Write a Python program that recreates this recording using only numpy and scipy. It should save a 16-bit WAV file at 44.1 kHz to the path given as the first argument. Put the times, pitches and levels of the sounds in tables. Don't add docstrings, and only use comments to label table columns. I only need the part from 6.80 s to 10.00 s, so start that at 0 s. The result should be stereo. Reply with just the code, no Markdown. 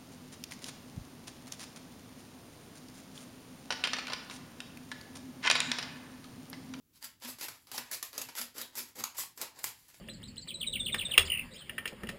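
import sys
import numpy as np
from scipy import signal
from scipy.fft import rfft, irfft
from scipy.io import wavfile
from scipy.ndimage import uniform_filter1d

SR = 44100
rng = np.random.default_rng(int(sys.argv[2]) if len(sys.argv) > 2 else 0)


def undo_db(level):
    steps = np.asarray(level, float) / 20
    return 10 ** steps


def transcribe(signal):
    frames = np.atleast_2d(signal).T
    limited = np.clip(frames, -1, 1)
    pcm = np.round(limited * 32767).astype(np.int16)
    wavfile.write(sys.argv[1], SR, pcm)


N = 141120
POUCH_PAN_DB = 6

# time in seconds, lag of the right port in microseconds.
PORT_LAG = [
    (0, 225.3),
    (3.2, 109.5),
]


def evened(x):
    return x / np.sqrt(np.mean(x ** 2) + 1e-20)


def read(points, hz):
    f, value = np.transpose(points)
    return np.interp(np.log(hz + 1), np.log(f + 1), value)


def over_time(points, s):
    return np.interp(s, *np.transpose(points))


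def add(mix, s, sound):
    part = mix[:, round(s * SR):][:, :sound.shape[1]]
    part += sound[:, :part.shape[1]]


def hum():
    # frequency in Hz, level in dB per Hz.
    hum_colour = [(12, -26), (20, -24), (96, -7.5), (216, -14), (270, -9), (542, -30.5), (590, -33.5),
                  (11100, -29.5), (16000, -24.5)]
    # frequency in Hz, left minus right in dB.
    hum_side = [(60, 13.5), (240, 6), (950, 10.5), (3770, -3), (15000, 0)]
    level_db, waver_db = -67.5, 0.75
    hz = np.fft.rfftfreq(N, 1 / SR)
    side = read(hum_side, hz) / 2 * np.array([[1], [-1]])
    uneven = uniform_filter1d(rng.standard_normal(N), size=2000)
    uneven = evened(uniform_filter1d(uneven, size=2000))
    noise = rfft(rng.standard_normal((2, N)))
    coloured = irfft(noise * undo_db(read(hum_colour, hz) + side), N)
    return undo_db(level_db + waver_db * uneven) * evened(coloured)


def echoes():
    # frequency in Hz, time to fall 60 dB in seconds.
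    band_t60 = [(250, 0.24), (660, 0.33), (1740, 0.32), (4590, 0.28), (12100, 0.22)]
    tail_db, near_db, near_decay_s = -1.5, -7, 0.004
    length = SR // 2
    taps = np.zeros((2, length))
    at = np.arange(200, length - 20, 10)
    at = at + rng.integers(0, 10, (2, len(at)))
    np.put_along_axis(taps, at, rng.choice([-1., 1.], at.shape), 1)
    hz, t, z = signal.stft(taps, SR, nperseg=256)
    dying = z * undo_db(-60 * t / read(band_t60, hz)[:, None])
    tail = signal.istft(dying, SR, nperseg=256)[1][:, :length]
    near = rng.standard_normal(tail.shape) * (rng.random(tail.shape) < 0.15)
    near = near * np.exp(-np.arange(length) / SR / near_decay_s)
    tail = undo_db(tail_db) * tail / np.linalg.norm(tail[0])
    return tail + undo_db(near_db) * near / np.linalg.norm(near, axis=1)[:, None]


def kitchen(x, count=6):
    shifts_per_s = 14.0
    place = np.arange(N) / SR * shifts_per_s + count / 2
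    wet = np.zeros((2, N))
    for k in range(count):
        distance = abs((place - k) % count - count / 2)
        fade = np.cos(np.pi / 2 * np.minimum(distance, 1))
        wet += signal.fftconvolve(x * fade, echoes(), axes=1)[:, :N]
    return wet


def swell(length, rising):
    steepness = 0.8
    u = np.arange(7000) / SR / min(length, 0.15)
    return np.clip(np.where(u < rising, u / rising, (1 - u) / (1 - rising)), 0, 1) ** steepness


def resonate(x, hz, width):
    turn = np.exp(2j * np.pi * hz * np.arange(len(x)) / SR)
    r = np.exp(-np.pi * width / SR)
    return 2 * (turn * signal.lfilter([1 - r], [1, -r], x / turn)).real


def boom(start, length, level_db, thud_db):
    pouch_hz, pouch_t60_s, wander_hz, thud_hz = 244.6, 0.23, 9.6, 119
    t, push = np.arange(14000) / SR, rng.standard_normal((2, 14000))
    envelope = signal.fftconvolve(swell(length, 0.17), undo_db(-60 * t[:7001] / pouch_t60_s))
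    hz = pouch_hz + wander_hz * evened(uniform_filter1d(push[0], 900))
    flutter = undo_db(1.5 * evened(uniform_filter1d(push[0, ::-1], size=500)))
    tone = flutter * np.sin(2 * np.pi * np.cumsum(hz) / SR)
    thud = evened(resonate(resonate(push[1], thud_hz, 31), thud_hz, 54))
    sound = envelope / envelope.max() * (tone + undo_db(thud_db) * thud)
    return sound * undo_db(level_db + POUCH_PAN_DB * np.array([[0.5], [-0.5]]))


def foil(x, s, tilt_db, size=8192):
    # frequency in Hz, level in dB per Hz.
    foil_colour = [(200, -16), (320, -7.5), (1000, -4), (2500, -1), (5000, -0.9), (9000, 0), (12000, 4.23),
                   (15700, -4.5)]
    # frequency in Hz, sharpness, level in dB.
    panels = [(926, 6.5, 4.5), (1204, 6.1, 1.5), (1930, 3.65, 3), (3000, 2.17, 2), (4750, 5.7, 3.5),
              (7430, 8, 3.5)]
    # time in seconds, low-end level in dB.
    fullness = [(.25, -5.5), (.42, -6.5), (.6, 4.5), (.95, -2), (1.12, 9.5), (1.23, 1.5), (1.35, 2),
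                (1.63, 0), (1.82, 8.5), (2.16, 9), (2.25, -7.5), (2.4, 5), (2.6, 7), (2.8, -1)]
    # time in seconds, left minus right in dB.
    balance = [
        (0, .3),
        (3.2, -2.2),
    ]
    crumple_db, crumple_hz, belly_hz = 1.01, 150, 774
    hz = np.fft.rfftfreq(size, 1 / SR)
    lumps = evened(np.interp(hz, np.arange(400) ** 1.3 * crumple_hz, rng.standard_normal(400)))
    db = read(foil_colour, hz) + tilt_db * np.log2((hz + 300) / 4000)
    db = np.maximum(db + crumple_db * lumps * (1 + 1500 / (hz + 1000)), -60)
    for panel_hz, sharpness, panel_db in panels:
        db = db + panel_db * np.exp(-(sharpness * np.log((hz + 1) / panel_hz)) ** 2)
    db = db + over_time(fullness, s) / (1 + (hz / belly_hz) ** 4)
    db = db - 30 * np.maximum(1 - hz / 200, 0)
    log = np.log(undo_db(db))
    response = np.exp(np.conj(signal.hilbert(np.r_[log, log[-2:0:-1]])))[:len(hz)]
    response /= np.sqrt(np.mean(abs(response) ** 2))
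    lag = over_time(PORT_LAG, s) * 1e-6
    pan = over_time(balance, s) / 2 + POUCH_PAN_DB / 2 / (1 + (2 * hz / belly_hz) ** 2)
    ports = np.array([undo_db(pan), undo_db(-pan) * np.exp(-2j * np.pi * hz * lag)])
    return irfft(rfft(x, size) * response * ports, size)


def ring(s, hz, db, t60, count=5):
    spread = 0.127
    detune = rng.uniform(-0.97, 1, (count, 1))
    lag = np.array([0, over_time(PORT_LAG, s) * 1e-6])[:, None]
    t = np.maximum(np.arange(4000) / SR - lag, 0)
    modes = np.sin(2 * np.pi * hz * (1 + spread * detune) * t[:, None]).sum(1) / np.sqrt(count)
    bend = (1 - np.exp(-2 * hz * t)) * undo_db(db - 60 * t / t60) * modes
    return np.diff(bend, 2) / (2 * np.sin(np.pi * hz / SR)) ** 2


def snap(s, peak_db, tilt_db, rattle_s):
    rise_s, crack_s, rattle_db, lift_db = 0.000846, 0.00022, 5.5, 5
    t, noise = np.arange(1500) / SR, rng.standard_normal((3, 1500))
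    late = np.maximum(t - rise_s, 0)
    crack = np.exp(-late / crack_s) * noise[0]
    rattle = undo_db(rattle_db) * np.exp(-late / rattle_s) * (noise[0] + noise[1:]) / np.sqrt(2)
    z = rfft(np.minimum(t / rise_s, 1) ** 2 * (crack + rattle), 4096)
    even = uniform_filter1d(abs(z) ** 2, size=30)
    pop = foil(irfft(z / np.sqrt(even))[:, :2048], s, tilt_db)
    return undo_db(peak_db + lift_db) * pop / abs(pop).max()


def rush(start, length, level_db, tilt_db, rising):
    ticks_per_s, spread_db = 4500, 4.5
    own = 0.71
    sign, size, chance = rng.standard_normal((3, 7000)), rng.exponential(1, (3, 7000)), rng.random((3, 7000))
    ticks = sign * undo_db(spread_db * np.minimum(size, 3))
    ticks = evened(ticks * (chance < ticks_per_s / SR))
    heard = np.sqrt(1 - own) * ticks[0] + np.sqrt(own) * ticks[1:]
    return undo_db(level_db) * foil(swell(length, rising) * heard, start, tilt_db)


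def scene():
    # start in seconds, length in seconds, level in dB, thud in dB.
    booms = [(0.22, 0.068, -67, -12), (0.436, 0.049, -48, -21), (0.496, 0.07, -67, -3.5),
             (0.661, 0.046, -66.5, 0.5), (0.914, 0.024, -59, -6), (0.959, 0.066, -55.5, -11),
             (1.119, 0.042, -69, -4), (1.395, 0.098, -60, -8.5), (1.588, 0.04, -51, -30),
             (1.763, 0.081, -58, -15), (1.959, 0.082, -56.5, -14), (2.168, 0.046, -51.5, -12),
             (2.371, 0.057, -67.5, 3.5), (2.608, 0.036, -85, -18), (2.826, 0.048, -67, 4.5)]
    # start in seconds, pitch in Hz, level in dB, time to fall 60 dB in seconds.
    patch_rings = [(0.226, 1890, -44, .04), (0.243, 1450, -45.5, 0.033), (.683, 950, -45, 0.034),
                   (.915, 687, -49.5, 0.035), (.945, 809, -44.5, 0.063), (0.977, 4820, -37, 0.034),
                   (1.114, 1875, -39, 0.059), (1.227, 1010, -40.5, 0.019), (1.379, 561, -47.5, 0.11),
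                   (1.379, 6840, -30, 0.018), (1.412, 2660, -37.5, 0.023), (1.486, 2280, -43, 0.023),
                   (1.577, 1420, -43.5, 0.15), (1.615, 4760, -37, .03), (1.614, 627, -50, 0.044),
                   (1.814, 3620, -33, 0.036), (1.954, 820, -62, 0.023), (1.978, 2270, -61, 0.056),
                   (2.2395, 990, -27.5, 0.0066), (2.238, 6510, -28.5, 0.02), (2.245, 3000, -44, 0.018),
                   (2.386, 1045, -45, 0.11), (2.436, 895, -45.5, 0.024), (2.614, 2280, -36.5, 0.024),
                   (2.615, 4500, -36, 0.024), (2.618, 410, -49, 0.022), (2.842, 1010, -41.5, .04),
                   (2.841, 7660, -38, 0.027), (3.101, 1200, -66, .02), (3.143, 2050, -57, 0.034)]
    # time in seconds, peak in dB, tilt in dB per octave, rattle in seconds.
    snaps = [(0.226, -33, -2, 0.00078), (0.242, -34, 2, 0.0062), (0.4, -52, 2, 0.0042),
             (0.422, -39.5, -5, 0.002), (0.448, -33.5, -1.5, 0.0058), (0.585, -41.5, -2, 0.0044),
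             (0.61, -30.5, -1, 0.0045), (0.683, -29.5, -0.5, 0.0055), (0.87, -43, -1.5, 0.0038),
             (0.915, -30.5, -2, 0.0045), (0.979, -23, -1.5, 0.0044), (1.113, -25.5, 5, 0.0029),
             (1.227, -22.5, 0, 0.003), (1.33, -36.5, -2, 0.0018), (1.379, -22, -1, 0.0025),
             (1.415, -26.5, 2, 0.0048), (1.487, -36.5, -3, 0.0078), (1.552, -34.5, -1.5, 0.0031),
             (1.613, -26.5, -1, 0.0051), (1.752, -48, -8.5, 0.0015), (1.814, -28, 1.5, 0.0065),
             (1.953, -31, 2.5, 0.0039), (2.154, -64, -23, 0.0036), (2.205, -30.5, -2.5, 0.0033),
             (2.2394, -17, -0.5, 0.00099), (2.575, -35, -0.5, 0.0062), (2.614, -21.5, 2, 0.0045),
             (2.789, -36, 1, 0.0046), (2.841, -19, 1.5, 0.0035), (3.143, -45, -3, 0.003),
             (.487, -37.5, -7, 0.0031), (0.946, -36, 1, .003), (1.391, -40, -1, 0.0023),
             (1.574, -34, 1, .005), (1.765, -42, -5.5, 0.0053), (1.781, -28.5, -0.5, 0.0033),
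             (1.978, -46, 4, 0.0023), (2.185, -40.5, -3, .005), (2.378, -42, 11, .005),
             (2.386, -36.5, -3.5, 0.0053), (3.083, -45, 9, 0.0026), (3.101, -49, 0, 0.0034)]
    # start in seconds, length in seconds, level in dB,
    # tilt in dB per octave, rising share of the length.
    shakes = [(.125, 0.059, -58.5, -0.3, 0.81), (0.208, 0.065, -45.5, -2, 0.58),
              (0.406, 0.082, -46, -3.5, 0.39), (0.441, 0.035, -43.5, -4.5, 0.29),
              (0.466, 0.064, -39.5, 1.1, 0.36), (0.584, 0.1, -46.5, 0.5, 0.15),
              (0.604, 0.056, -38, -0.5, 0.6), (0.688, 0.11, -54, -1, 0.16), (0.875, 0.06, -57.5, -3.5, 0.1),
              (0.919, 0.063, -40.5, -1.8, 0.62), (1.109, 0.048, -33, 1.26, 0.61),
              (1.324, 0.25, -48, -4, 0.13), (1.389, 0.031, -53, -8.5, 0.3), (1.548, 0.06, -36, -0.3, 0.69),
              (1.603, 0.032, -38, 2.5, 0.7), (1.739, 0.087, -42, -1.7, 0.7), (1.808, 0.03, -50.5, -4, 0.94),
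              (1.952, 0.064, -34, 1.24, 0.58), (2.15, 0.065, -45, -1.6, 0.17),
              (2.177, 0.03, -39, -0.7, 0.72), (2.366, 0.075, -32.5, 1.9, 0.36),
              (2.578, 0.043, -44, -3.5, 0.8), (2.608, 0.031, -37, -2.2, 0.38)]
    # start in seconds, length in seconds, level
    # in dB, # tilt in dB per octave, rising share of the length.
    more_shakes = [(0.768, 0.2, -66.5, 2, 0.29), (1.044, 0.14, -57, -4, 0.08), (1.238, 0.056, -49, 2, 0.21),
                   (1.486, 0.16, -61, -1.5, .3), (1.92, 0.055, -56.5, -2.5, 0.47),
                   (2.064, 0.044, -54, 0.7, 0.58), (2.344, 0.029, -48.5, -2.5, 0.25),
                   (2.553, 0.031, -56, 4, 0.8), (2.739, 0.13, -53.5, -3, 0.39), (2.828, 0.016, -40, 9, 0.57),
                   (2.853, 0.067, -43, -0.1, 0.21), (2.946, 0.15, -61, 0.5, 0.28), (3.027, 0.054, -65, -2, .5),
                   (3.074, 0.065, -57.5, -1.5, 0.23), (3.127, 0.082, -58, 0.3, 0.33)]
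    powder, creases, rest = np.zeros((2, N)), np.zeros((2, N)), hum()
    for row in booms:
        add(rest, row[0], boom(*row))
    for row in patch_rings:
        add(creases, row[0], ring(*row))
    for row in snaps:
        add(creases, row[0], snap(*row))
    for row in list(shakes) + list(more_shakes):
        add(powder, row[0], rush(*row))
    to_room = powder + undo_db(-2.5) * creases
    return powder + creases + kitchen(to_room) + rest


def top_cut(x):
    return signal.sosfilt(signal.butter(12, 16550, fs=SR, output="sos"), x)


def record(dry):
    dip_hz, dip_width_hz, dip_db = 8600, 550, -5
    edge_hz, edge_db = 15800, -24
    hz = np.fft.rfftfreq(N, 1 / SR)
    dip = dip_db * np.exp(-((hz - dip_hz) / dip_width_hz) ** 2)
    edge = edge_db * np.clip((hz - edge_hz) / 200, 0, 1)
    shaded = irfft(rfft(dry) * undo_db(dip + edge), N)
    return top_cut(shaded)


dry = scene()
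out = record(dry)
transcribe(out)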